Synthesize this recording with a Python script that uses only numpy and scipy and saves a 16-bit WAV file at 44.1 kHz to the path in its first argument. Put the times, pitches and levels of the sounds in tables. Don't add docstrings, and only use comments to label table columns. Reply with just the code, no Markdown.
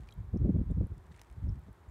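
import sys
import numpy as np
from scipy import signal
from scipy.fft import rfft, irfft
from scipy.io import wavfile
from scipy.ndimage import uniform_filter1d

SR = 44100
rng = np.random.default_rng(int(sys.argv[2]) if len(sys.argv) > 2 else 0)


def persist_wave(psi):
    counts = np.round(np.clip(psi, -1, 1) * 32767).astype(np.int16)
    wavfile.write(sys.argv[1], SR, np.atleast_2d(counts).T)


N = 83790
SNAP_ATTACK_S = 0.00024


def wind():
    # time in seconds, level in dB.
    gusts = [(0.0, -43), (0.074, -54), (0.152, -57.5), (0.178, -39), (0.216, -40), (0.238, -46.5),
             (0.284, -43), (0.3, -52), (0.332, -33.5), (0.386, -37), (0.406, -30), (0.448, -26),
             (0.48, -36), (0.608, -26), (0.64, -47.5), (0.676, -31.5), (0.756, -36), (0.772, -30),
             (0.83, -30), (0.872, -50), (0.888, -52.5), (0.914, -35), (0.926, -37.5), (0.952, -51.5),
             (1.052, -57.5), (1.068, -52), (1.232, -59.5), (1.264, -69), (1.312, -48), (1.354, -56),
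             (1.38, -41.5), (1.406, -47.5), (1.428, -33), (1.524, -32.5), (1.54, -44.5), (1.624, -48),
             (1.656, -60), (1.688, -47), (1.72, -53), (1.746, -64), (1.852, -58), (1.878, -45),
             (1.9, -50.5)]
    # frequency in Hz, relative spectral density in dB.
    buffet_spectrum = [(18, -48.5), (31, -19), (47, 3), (80, 3), (115, -4.5), (170, -13.5), (270, -24),
                       (400, -43), (800, -88), (3000, -140)]
    return eddies(buffet_spectrum, N) * undb(curve(gusts))


def puffs():
    # centre time in seconds, level in dB, Gaussian half width in seconds, pitch in Hz.
    packets = [(0.19, -53, 0.0098, 131), (0.346, -32.5, 0.0073, 190.6), (.363, -27.5, 0.0047, 185),
               (.421, -32, 0.014, 145), (.455, -26, 0.0073, 180.9), (0.478, -35.5, 0.017, 215.2),
               (.499, -23.5, 0.0076, 170), (0.528, -36.5, 0.0066, 130), (0.548, -28, 0.0055, 140),
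               (0.564, -27.5, 0.0059, 165.2), (0.594, -35, 0.0076, 185), (.611, -28.5, 0.0056, 150),
               (0.636, -40.5, 0.0039, 160.6), (.713, -30.5, 0.0085, 170.8), (.778, -30.5, 0.0072, 158.4),
               (.812, -26.5, 0.0034, 189.5), (.829, -37, 0.015, 165), (0.847, -47.5, 0.0079, 170),
               (0.867, -44, 0.0023, 210), (.920, -43.5, 0.0051, 157.6), (.976, -49, 0.0082, 142.5),
               (1.11, -49.5, 0.0065, 174.8), (1.380, -56.5, 0.028, 137), (1.474, -40, 0.0099, 162.2),
               (1.498, -35.5, 0.0026, 135), (1.566, -47, 0.0093, 134.2), (1.686, -52, 0.012, 218.9)]
    # multiple of the pitch, relative spectral density in dB.
    churn_spectrum = [(.7, -26.5), (1.2, -3.5), (1.5, -0.5), (2.1, -4.5), (2.7, -12.5), (3.3, -22.5),
                      (5, -66), (12, -130)]
    splutter_spectrum = [(1.8, -34), (2.8, 2.5), (3.7, -1.5), (4.6, -13), (6, -25), (10, -64), (20, -130)]
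    churn_db, splutter_db = -9, -26
    wobble_share, wobble_s = 0.2135, 0.005
    out, t = np.zeros(N), np.arange(-4096, 4096) / SR
    for centre, db, half_s, hz in packets:
        swell = np.exp(-0.5 * (t / half_s) ** 2)
        wobble = unit(uniform_filter1d(rng.standard_normal(len(t)), int(wobble_s * SR)))
        pitch = hz * np.exp(wobble_share * wobble)
        swing = np.sin(2 * np.pi * (rng.random() + np.cumsum(pitch) / SR))
        puff = unit(swing * swell)
        for spectrum, band_db in (churn_spectrum, churn_db), (splutter_spectrum, splutter_db):
            turbulence = eddies([(hz * multiple, gain) for multiple, gain in spectrum], len(t))
            puff += undb(band_db) * unit(turbulence * swell)
        add(out, centre + t[0], puff * np.sqrt(np.mean(swell ** 2)) * undb(db))
    return out


def bubbles():
    # start in seconds, pitch in Hz, level in dB, 60 dB decay time in seconds.
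    bursts = [(0.0888, 2390, -51.5, 0.026), (0.1076, 3960, -52, .008), (0.1227, 3240, -52, 0.025),
              (0.1248, 3850, -52.5, 0.017), (0.3722, 5340, -55.5, 0.0088), (0.704, 3550, -62, 0.013),
              (1.130, 8200, -65, .008), (1.2156, 5260, -51, .006), (1.4927, 5340, -50.5, 0.0088),
              (1.889, 7200, -60, 0.0095)]
    rise_share, attack_s = 0.04, 0.00046
    out, t = np.zeros(N), np.arange(2048) / SR
    for start, hz, db, t60 in bursts:
        pitch = hz * (1 + rise_share * np.minimum(t / t60, 1))
        tone = np.sin(2 * np.pi * np.cumsum(pitch) / SR)
        add(out, start, undb(db) * ring(t, attack_s, t60) * tone)
    return out


def mud_ticks():
    # start in seconds, level in dB, band centre in Hz, half width in octaves,
    # 60 dB decay time in seconds.
    snaps = [(.0886, -48.5, 3250, 0.75, 0.0052), (.109, -62, 4900, .3, 0.011),
             (.1157, -57.5, 10000, .3, 0.0033), (0.124, -60, 5960, 0.64, 0.016),
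             (.1390, -59, 12500, 0.27, 0.0077), (0.374, -62, 5530, 0.36, 0.0089),
             (0.7132, -55, 8300, 0.3, 0.0048), (0.87, -60, 10100, 0.23, 0.0099),
             (0.98, -61, 6800, .9, 0.0097), (1.042, -68, 7100, .4, 0.0061),
             (1.1188, -61, 3780, 0.33, 0.012), (1.1425, -61, 2530, 0.42, 0.018),
             (1.185, -58, 1850, 0.24, 0.023), (1.1936, -56.5, 2480, 0.95, 0.025),
             (1.2152, -45, 890, 2.45, 0.011), (1.313, -63.5, 12900, 1.1, 0.0089),
             (1.594, -62, 10000, .4, .005), (1.729, -60, 10500, .5, .005)]
    rolloff_hz = 13000
    out, t = np.zeros(N), np.arange(2048) / SR
    f = np.maximum(np.fft.rfftfreq(len(t), 1 / SR), 1)
    treble_loss = np.hypot(1, (f / rolloff_hz) ** 2)
    for start, db, hz, octaves, t60 in snaps:
        band = 1 / (1 + (np.log2(f / hz) / octaves) ** 2)
        spray = irfft(rfft(rng.standard_normal(len(t))) * band / treble_loss)
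        decay = ring(t, SNAP_ATTACK_S, t60)
        add(out, start, undb(db) * unit(spray * decay) * np.sqrt(np.mean(decay ** 2)))
    return out


def fizz():
    # time in seconds, level in dB.
    levels = [(0, -71), (.13, -83), (.25, -90), (.8, -94), (1.0, -83), (1.19, -71), (1.28, -77),
              (1.45, -79), (1.9, -81.5)]
    # frequency in Hz, relative spectral density in dB.
    spectrum = [(700, -30), (1800, 14), (2700, 2.5), (3400, 1), (5000, -2), (9000, -1), (15000, -27.5)]
    pops_per_s, spread_db, t60 = 900, 4.5, 0.011
    popping = rng.random(N) < pops_per_s / SR
    sizes = np.minimum(rng.exponential(size=N), 5)
    pops = popping * undb(spread_db * sizes)
    decay = ring(np.arange(1024) / SR, SNAP_ATTACK_S, t60)
    power = signal.fftconvolve(pops ** 2, decay ** 2)[:N]
    crackle = np.sqrt(np.abs(power)) * rng.standard_normal(N)
    return colour(crackle, spectrum) * undb(curve(levels))


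def outdoor_rush():
    # frequency in Hz, relative spectral density in dB.
    spectrum = [(25, -14.5), (55, 3), (130, -4), (260, -5.5), (370, 2.5), (500, -6.5), (950, -3.5),
                (1400, -8.5), (2100, -15), (2800, -23), (3600, -22.5), (4800, -28.5), (9500, -31),
                (10400, -36.5), (11200, -30), (15500, -36)]
    level_db = -64.5
    return colour(rng.standard_normal(N), spectrum) * undb(level_db)


def eddies(spectrum, size):
    window_s, evenness = 0.052, 0.78
    pressure = colour(rng.standard_normal(size), spectrum)
    power = uniform_filter1d(np.abs(signal.hilbert(pressure)) ** 2, int(window_s * SR))
    return unit(pressure / power ** (evenness / 2))


def colour(x, spectrum):
    hz, db = np.array(spectrum).T
    f = np.maximum(np.fft.rfftfreq(len(x), 1 / SR), 1)
    gain = undb(np.interp(np.log(f), np.log(hz), db))
    return unit(irfft(rfft(x) * gain, len(x)))


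def ring(t, attack_s, t60):
    return (1 - np.exp(-t / attack_s)) * np.exp(-np.log(1000) * t / t60)


def undb(db):
    return 10 ** (np.asarray(db) / 20)


def unit(x):
    return x / np.sqrt(np.mean(x ** 2) + 1e-30)


def curve(rows):
    return np.interp(np.arange(N) / SR, *np.array(rows).T)


def add(out, start, x):
    i = int(np.clip(start * SR, 0, N - 1))
    out[i:i + len(x)] += x[:N - i]


def scene():
    return (wind() + puffs() + bubbles() + mud_ticks() + fizz() + outdoor_rush())[None]


def record(dry):
    low_cut_hz, top_cut_hz = 28.3, 15600
    bass_cut = signal.butter(4, low_cut_hz, "high", fs=SR, output="sos")
    top_cut = signal.ellip(8, 0.2, 70, top_cut_hz, fs=SR, output="sos")
    fade_in = np.minimum(np.arange(N) / 48, 1)
    return signal.sosfilt(top_cut, signal.sosfilt(bass_cut, dry * fade_in))


dry = scene()
out = record(dry)
persist_wave(out)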